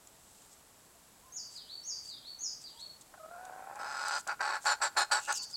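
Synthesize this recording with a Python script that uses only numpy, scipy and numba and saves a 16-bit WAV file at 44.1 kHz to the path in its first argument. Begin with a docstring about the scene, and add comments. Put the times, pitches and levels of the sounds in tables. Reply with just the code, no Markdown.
"""Coop run, close to a hen. Her thin rising whine turns husky, breaks into a growl, then into a fast run
of harsh cackles: uneven syrinx pulses ring her mouth and open beak, coloured by fixed narrow resonances.
Further off, a small bird whistles sliding chirps in the echoing coop and other birds murmur.
Litter ticks and rustles under foot and feathers brush past, over quiet outdoor air."""
import sys
import numpy as np
from scipy import signal
from scipy.fft import rfft, irfft, next_fast_len
from scipy.io import wavfile
from scipy.ndimage import uniform_filter1d
from numba import njit

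SR = 44100
rng = np.random.default_rng(int(sys.argv[2]) if len(sys.argv) > 2 else 0)


def master_out(mix):
    """Clip the mix to full scale and print it as 16-bit PCM to the path in sys.argv[1]."""
    frames = np.transpose(np.atleast_2d(mix))
    ceiling = np.clip(frames, -1, 1)
    pcm = np.round(ceiling * 32767).astype(np.int16)
    wavfile.write(sys.argv[1], SR, pcm)


N = 245195
T = np.arange(N) / SR

# outdoor air spectrum: (frequency [Hz], gain [dB])
AIR_SPECTRUM = [(15, -24), (25, -0.5), (144, -1), (221, -1.5), (322, -3), (552, -3.5), (648, -2),
                (945, -3.5), (2420, -11.5), (4040, -11), (6380, -10.5), (7910, -5), (9300, -13),
                (10400, -9), (15500, -18.5)]
# distant hens and one thin high note:
# (start [s], length [s], start pitch [Hz], end pitch [Hz], level [dB])
MURMUR_NOTES = [(0.937, 0.051, 649, 643, -65), (1.212, 0.13, 990, 1068, -60.5),
                (2.619, 0.365, 7800, 7980, -63), (2.703, 0.16, 930, 910, -61.5),
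                (2.847, 0.093, 597, 625, -64.5), (5.382, 0.08, 1050, 1006, -58.5)]
# falling whistles: (time of top [s], lead-in [s], length after top [s], top pitch [Hz],
# bottom pitch [Hz], glide time [s], relative level [dB])
FALLING_NOTES = [(1.358, 0.035, 0.083, 6850, 4547, 0.022, -38.5),
                 (1.557, .014, 0.113, 4984, 2900, 0.033, -42), (1.883, 0.052, 0.21, 6736, 4600, 0.021, -35),
                 (2.085, 0.0082, .14, 4890, 3180, 0.042, -38.5),
                 (2.427, 0.04, 0.079, 6785, 4480, 0.032, -34), (2.651, .012, 0.11, 4770, 2790, .04, -42),
                 (5.335, 0.037, 0.094, 6775, 4480, 0.023, -35), (5.536, 0.0069, .1, 4960, 3190, .037, -33)]
# rising whistles: (start [s], length [s], held pitch [Hz], relative level [dB])
RISING_NOTES = [(1.673, 0.099, 4520, -44), (2.227, 0.092, 4415, -42.5), (2.77, 0.078, 4414, -43.5)]
# claws and grit: (time [s], level [dB])
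CLAW_TICKS = [(.072, -49), (3.01, -51), (3.452, -46), (3.757, -47.5), (4.083, -33), (4.151, -41),
              (4.179, -44), (4.2745, -32.5), (5.3245, -27)]
# litter and feathers: (start [s], length [s], level [dB])
LITTER_RUSTLES = [(0.13, 0.53, -64), (0.514, 0.033, -61), (1.492, 0.11, -56), (2.019, 0.12, -55),
                  (2.598, 0.06, -54.5), (2.792, 0.03, -56), (3.006, 0.023, -53.5), (4.175, 0.043, -46.5),
                  (4.604, 0.098, -49.5), (5.167, 0.17, -46.5), (5.332, 0.065, -40.5), (5.413, 0.046, -44),
                  (5.485, 0.059, -52.5)]
# tick and rustle spectrum: (frequency [Hz], gain [dB])
LITTER_SPECTRUM = [(1500, -34.5), (3500, -10), (5500, -7.5), (7600, 2.5), (9000, -7.5), (11000, -17.5),
                   (15500, -24)]
# reflections off ground and boards: (delay [s], gain [dB])
NEAR_REFLECTIONS = [(.00235, -13.5), (.0035, -12), (.0071, -10.5)]
# fixed narrow resonances that colour the hen's calls in the coop: (frequency [Hz], width [Hz], gain [dB])
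COOP_RESONANCES = [(381.7, 14.3, -10.5), (650, 26, -11.5), (856, 116, -2.5), (1057, 128, 4.5),
                   (1326, 46, 8.5), (1440, 68, 6.5), (1560, 27, 4.5), (1738, 16, 2), (1908, 70, 0),
                   (2130, 230, -7.5)]
# what the mouth lets out: (frequency [Hz], gain [dB])
MOUTH_RESPONSE = [(260, -74), (355, 0), (460, -4.5), (620, 2.5), (1750, 1), (2130, -8), (2500, -2),
                  (3300, -24), (6000, -46)]
# short clucks ahead of calls: (time [s], level [dB])
SYRINX_CATCHES = [(3.139, -47.5), (4.268, -39.5), (4.393, -41.5), (4.643, -44), (4.803, -42.5),
                  (4.953, -48), (5.102, -44.5)]
# whine pitch, a dip then a climb with pressure: (time [s], pitch [Hz])
WHINE_CONTOUR = [(3.17, 762), (3.2, 636), (3.282, 641), (3.324, 707), (3.342, 694), (3.79, 820.5)]
# whine, stuttering then held with two breaks: (start [s], end [s], level [dB])
WHINE_SPANS = [(3.177, 3.183, -47.5), (3.196, 3.221, -51), (3.231, 3.269, -48), (3.28, 3.294, -48.5),
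               (3.305, 3.653, -49), (3.66, 3.743, -47.5), (3.753, 3.875, -46.5)]
# syrinx pulses, quickening with excitement: (time [s], nominal rate [Hz])
SYRINX_RATE = [(4.05, 174.9), (4.7, 249.8), (5.0, 262.8)]
# rasp spectrum ahead of the beak modes: (frequency [Hz], gain [dB])
RASP_SPECTRUM = [(1900, -44), (2750, 5.5), (3500, 0), (3850, 6), (5450, 1), (6500, 1), (8000, 4),
                 (9300, -7), (10200, -55), (15500, -56)]
# open beak: (multiple of lower beak resonance [ratio], width [Hz], relative gain [dB])
LOWER_BEAK_MODES = [(.87, 150, -17), (1., 287, 1.5), (1.225, 200, -5), (2.06, 260, -8)]
# high sizzle on the rasp: (frequency [Hz], gain [dB])
SIZZLE_SPECTRUM = [(7000, -12), (9200, 2), (10400, 2), (11300, 0), (15500, -19)]
# calls, a long growl first: (start [s], end [s], start level [dB], swell over call [dB],
# start rasp re level [dB], start syrinx ring [Hz], mouth resonance [Hz], lower beak resonance [Hz],
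# upper beak resonance [Hz], upper resonance gain [dB])
CACKLE_CALLS = [(3.786, 4.175, -43.5, 9.5, -11.5, 798.4, 1410, 4980, 7770, 6.5),
                (4.279, 4.324, -32.5, -2.5, -13.5, 800, 1390, 4700, 7650, -15),
                (4.398, 4.423, -36, 10, -16, 990, 1540, 4660, 7350, 3),
                (4.419, 4.568, -33.5, -1.5, -10, 864, 1630, 4500, 7760, 9.5),
                (4.653, 4.73, -27.5, -2, -4.5, 845, 1560, 4460, 7270, 16.5),
                (4.812, 4.867, -29, -3, -2.5, 895, 1590, 4620, 7570, 20),
                (4.963, 5.028, -27, -3, -2.5, 810, 1620, 4250, 7120, 13),
                (5.11, 5.188, -25.5, -8.5, -1, 850, 1640, 4540, 7760, 18),
                (5.274, 5.31, -37.5, 9, -15, 890, 1670, 5028, 8230, 14)]


def undb(db):
    """Decibels to gain."""
    return 10 ** (np.asarray(db) / 20)


def unit(x):
    """Scale to rms 1."""
    return x / np.sqrt(np.mean(x ** 2))


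def even(x, span_s):
    """Hold rms near 1 over span_s; keep the faster grain."""
    return x / np.sqrt(uniform_filter1d(x ** 2, int(span_s * SR)) + 1e-9 * np.mean(x ** 2))


def noise():
    """White noise."""
    return rng.standard_normal(N)


def walk(rate_hz):
    """Smooth random wander, rms 1."""
    size = int(SR / rate_hz)
    return unit(uniform_filter1d(uniform_filter1d(noise(), size), size))


def curve(points):
    """Straight lines through (time [s], value) points."""
    return np.interp(T, *np.transpose(points))


def swell(start_s, length_s):
    """Half-sine envelope."""
    return np.sin(np.pi * np.clip((T - start_s) / length_s, 0, 1))


def held(start_s, end_s, attack_s, release_s):
    """Flat envelope, ramps centred on start and end."""
    return np.clip(.5 + (T - start_s) / attack_s, 0, 1) * np.clip(.5 + (end_s - T) / release_s, 0, 1)


def bursts(rows, decay_s):
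    """Envelope of sudden onsets with exponential decay."""
    return sum(undb(db) * (T >= at_s) * np.exp(-np.abs(T - at_s) / decay_s) for at_s, db in rows)


def colour(x, spectrum):
    """Filter by (frequency [Hz], gain [dB]) points."""
    hz, db = np.transpose(spectrum)
    size = next_fast_len(N)
    bins_hz = np.maximum(np.fft.rfftfreq(size, 1 / SR), 1)
    gain = undb(np.interp(np.log(bins_hz), np.log(hz), db))
    return irfft(rfft(x, size) * gain, size)[:N]


@njit
def svf(x, hz, width_hz):
    """State-variable band-pass, moving centre."""
    y, band, low = np.empty(len(x)), 0., 0.
    for i in range(len(x)):
        g, damping = np.tan(np.pi * hz[i] / SR), width_hz / hz[i]
        v = (band + g * (x[i] - low)) / (1 + g * (g + damping))
        band, low = 2 * v - band, low + 2 * g * v
        y[i] = damping * v
    return y


def ring(x, hz, width_hz):
    """One resonance, gain 1 at centre."""
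    return svf(x, hz * np.ones(N), float(width_hz))


def echo(x, t60_s, delay_s):
    """Dense decaying reflections, unit energy gain."""
    t = T[:SR]
    tail = noise()[:SR] * undb(-60 * t / t60_s) * (t > delay_s)
    return signal.fftconvolve(x, tail / np.linalg.norm(tail))[:N]


def bounce(x):
    """Add first reflections, which comb the spectrum."""
    return x + sum(undb(db) * np.interp(T - delay_s, T, x, left=0) for delay_s, db in NEAR_REFLECTIONS)


def air(level_db=-60.5):
    """Steady outdoor air with a high hiss."""
    return undb(level_db) * unit(colour(noise(), AIR_SPECTRUM))


def murmurs(waver=.028):
    """Faint gliding notes of distant birds."""
    wobble = 1 + waver * walk(115)
    notes = np.zeros(N)
    for start_s, length_s, from_hz, to_hz, db in MURMUR_NOTES:
        hz = np.interp(T, [start_s, start_s + length_s], [from_hz, to_hz]) * wobble
        notes += undb(db) * swell(start_s, length_s) * np.sin(2 * np.pi * np.cumsum(hz) / SR)
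    return notes


def slur(top_s, lead_s, length_s, top_hz, bottom_hz, glide_s, db, grow_db_per_s=216, fade_db_per_s=123):
    """Pitch and gain of a whistle that arches up, falls and levels out as it fades."""
    before_s, after_s = np.clip(top_s - T, 0, lead_s), np.maximum(T - top_s, 0)
    fall = np.exp(-(after_s / glide_s) ** 1.25)
    sag_hz = .16 * top_hz * (before_s / .045) ** 2  # leads in flat
    hz = bottom_hz + (top_hz - bottom_hz) * fall - sag_hz
    since_peak_s = T - top_s - .0061  # strongest just after the top
    gain = undb(db + np.minimum(grow_db_per_s * since_peak_s, -fade_db_per_s * since_peak_s))
    return hz, gain * held(top_s - lead_s, top_s + length_s, attack_s=.003, release_s=.02)


def scoop(start_s, length_s, top_hz, db, from_hz=3200, glide_s=.028):
    """Pitch and gain of a whistle that scoops up and holds."""
    low = np.exp(-(np.maximum(T - start_s, 0) / glide_s) ** 2)
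    hz = top_hz + (from_hz - top_hz) * low
    return hz, undb(db) * held(start_s, start_s + length_s, attack_s=.011, release_s=.036)


def whistle(hz, gain, knee_hz=4430, db_per_octave=29):
    """Pure tone; the voice thins out below the knee."""
    weak_db = db_per_octave * np.minimum(np.log2(hz / knee_hz), 0)
    return np.sqrt(2) * gain * undb(weak_db) * np.sin(2 * np.pi * np.cumsum(hz) / SR)


def small_bird(waver=.008, flicker_db=2, direct_db=-8, echo_db=-3):
    """Sliding whistles across the coop, more echo than direct sound."""
    wobble = 1 + waver * walk(364)
    notes = [slur(*row) for row in FALLING_NOTES] + [scoop(*row) for row in RISING_NOTES]
    song = sum(whistle(hz * wobble, gain) for hz, gain in notes) * undb(flicker_db * walk(42))
    return undb(direct_db) * song + undb(echo_db) * echo(song, t60_s=.44, delay_s=.00093)


def litter(grain_db=3):
    """Dry straw and grit: grainy rustles, single ticks."""
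    rustle = unit(colour(noise() * undb(grain_db * walk(450)), LITTER_SPECTRUM))
    stir = sum(undb(db) * swell(start_s, length_s) for start_s, length_s, db in LITTER_RUSTLES)
    ticks = unit(colour(noise(), LITTER_SPECTRUM)) * bursts(CLAW_TICKS, decay_s=.0035)
    return rustle * stir + ticks


def feathers(start_s=5.19, length_s=.24, level_db=-53, centre_hz=2750, width_hz=400):
    """Feathers brush past as the hen turns."""
    band = ring(ring(noise(), centre_hz, width_hz), centre_hz, width_hz)
    return unit(band) * undb(level_db) * swell(start_s, length_s)


def coop_colour(x):
    """Fixed narrow resonances that colour the hen's calls in the coop, band-limited."""
    peaks = sum(undb(db) * ring(x, hz, width_hz) for hz, width_hz, db in COOP_RESONANCES)
    return colour(peaks, MOUTH_RESPONSE)


def catches(hollow_hz=700, hollow_db=8):
    """The syrinx snaps open before sounding: a short hollow cluck."""
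    puff = coop_colour(noise())
    cluck = puff + undb(hollow_db) * ring(puff, hollow_hz, width_hz=160)
    envelope = uniform_filter1d(bursts(SYRINX_CATCHES, decay_s=.012), size=150)
    return even(cluck, span_s=.0087) * envelope


def whine(drift=.01225, waver=.01395, flutter=1.1, husk_db=-3, rattle_db=3, rough_from_s=3.21):
    """Note plus octave; with rising pressure it flutters, loses the octave and turns husky."""
    rough = np.clip(.16 + 1.16 * np.maximum(T - rough_from_s, 0), 0, 1)
    wobble = 1 + drift * walk(25.3) + waver * walk(134) + 2 * waver * rough * walk(330)
    phase = 2 * np.pi * np.cumsum(curve(WHINE_CONTOUR) * wobble) / SR
    octave_db = 2 - 22 * rough
    tone = np.sin(phase) + undb(octave_db) * np.sin(2 * phase)
    tone *= np.exp(flutter * rough * walk(530))
    breath = noise() * undb(rattle_db * walk(420))
    husk = undb(husk_db) * rough * unit(coop_colour(breath))
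    push = sum(undb(db) * held(start_s, end_s, attack_s=.012, release_s=.012)
               for start_s, end_s, db in WHINE_SPANS)
    return (even(tone, span_s=.022) + husk) * push


def syrinx(rate_hz, jitter=.35, scatter_db=1.8, puff_s=.005):
    """Membranes slap at uneven intervals; each slap releases a puff of air."""
    gap, strength = rng.standard_normal((4000, 2)).T
    at = np.searchsorted(np.cumsum(rate_hz) / SR, np.cumsum(np.exp(jitter * gap)))
    slaps = np.bincount(at[at < N], undb(scatter_db * strength[at < N]), N)
    puffs = signal.lfilter([1], [1, -np.exp(-1 / (puff_s * SR))], slaps) * noise()
    return unit(slaps), unit(puffs)


def beak(hiss, lower_hz, upper_hz, upper_db, lower_db=12):
    """Hiss plus the sharp modes it rings in the open beak."""
    lower = sum(undb(lower_db + db) * ring(hiss, ratio * lower_hz, width_hz)
                for ratio, width_hz, db in LOWER_BEAK_MODES)
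    upper = undb(upper_db) * ring(hiss, upper_hz, width_hz=160)
    return hiss + lower + upper


def cackle(attack_s=.0072, rasp_attack_s=.0097, release_s=.013, tighten_hz_per_s=530,
           mouth_db=-3, sizzle_db=-20):
    """Abrupt pushes of air; their rough pulses ring syrinx, mouth, beak and the coop resonances."""
    calls = np.array(CACKLE_CALLS)
    now = np.maximum(np.searchsorted(calls[:, 0], T) - 1, 0)
    start_s, end_s, db, swell_db, rasp_db, ring_hz, mouth_hz, lower_hz, upper_hz, upper_db = calls[now].T
    along = np.clip((T - start_s) / (end_s - start_s), 0, 1)
    attack = np.clip((T - start_s) / attack_s, 0, 1)
    release = np.exp(-np.maximum(T - end_s, 0) / release_s)
    push = undb(db + swell_db * along) * attack * release
    push = uniform_filter1d(push, size=100)  # pressure cannot jump

    slaps, puffs = syrinx(curve(SYRINX_RATE))
    drive = slaps + .5 * puffs
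    note_hz = ring_hz + tighten_hz_per_s * (end_s - start_s) * along  # syrinx tightens in each call
    note = colour(ring(drive, note_hz, width_hz=55), MOUTH_RESPONSE)
    voice = coop_colour(drive)
    body = bounce(voice + note + undb(mouth_db) * ring(voice, mouth_hz, width_hz=200))

    hiss = colour(puffs + .25 * slaps, RASP_SPECTRUM)
    droop = 1 + .039 * (.5 - along)  # modes sink as the beak closes
    rasp = bounce(beak(hiss, lower_hz * droop, upper_hz * droop, upper_db))
    rasp_attack = np.clip((T - start_s) / rasp_attack_s, 0, 1)  # needs full pressure, so lags the body
    force = push * undb(rasp_db + .62 * swell_db * along) * rasp_attack
    sizzle = unit(bounce(colour(puffs, SIZZLE_SPECTRUM)))
    sizzle *= undb(sizzle_db) * np.sqrt(force / force.max())  # favours the hardest pushes
    return push * even(body, span_s=.02) + force * (even(rasp, span_s=.024) + sizzle)


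def scene(echo_db=-26):
    """Near hen, almost dry, over distant birds and air; both channels alike."""
    near = whine() + cackle() + catches() + litter() + feathers()
    coop = undb(echo_db) * echo(near, t60_s=1.0, delay_s=.024)
    mono = near + coop + small_bird() + murmurs() + air()
    return np.array([mono, mono])


def record(dry, top_hz=15900):
    """Steep low-pass."""
    return signal.sosfilt(signal.ellip(10, .2, 70, top_hz, fs=SR, output="sos"), dry)


dry = scene()
out = record(dry)
master_out(out)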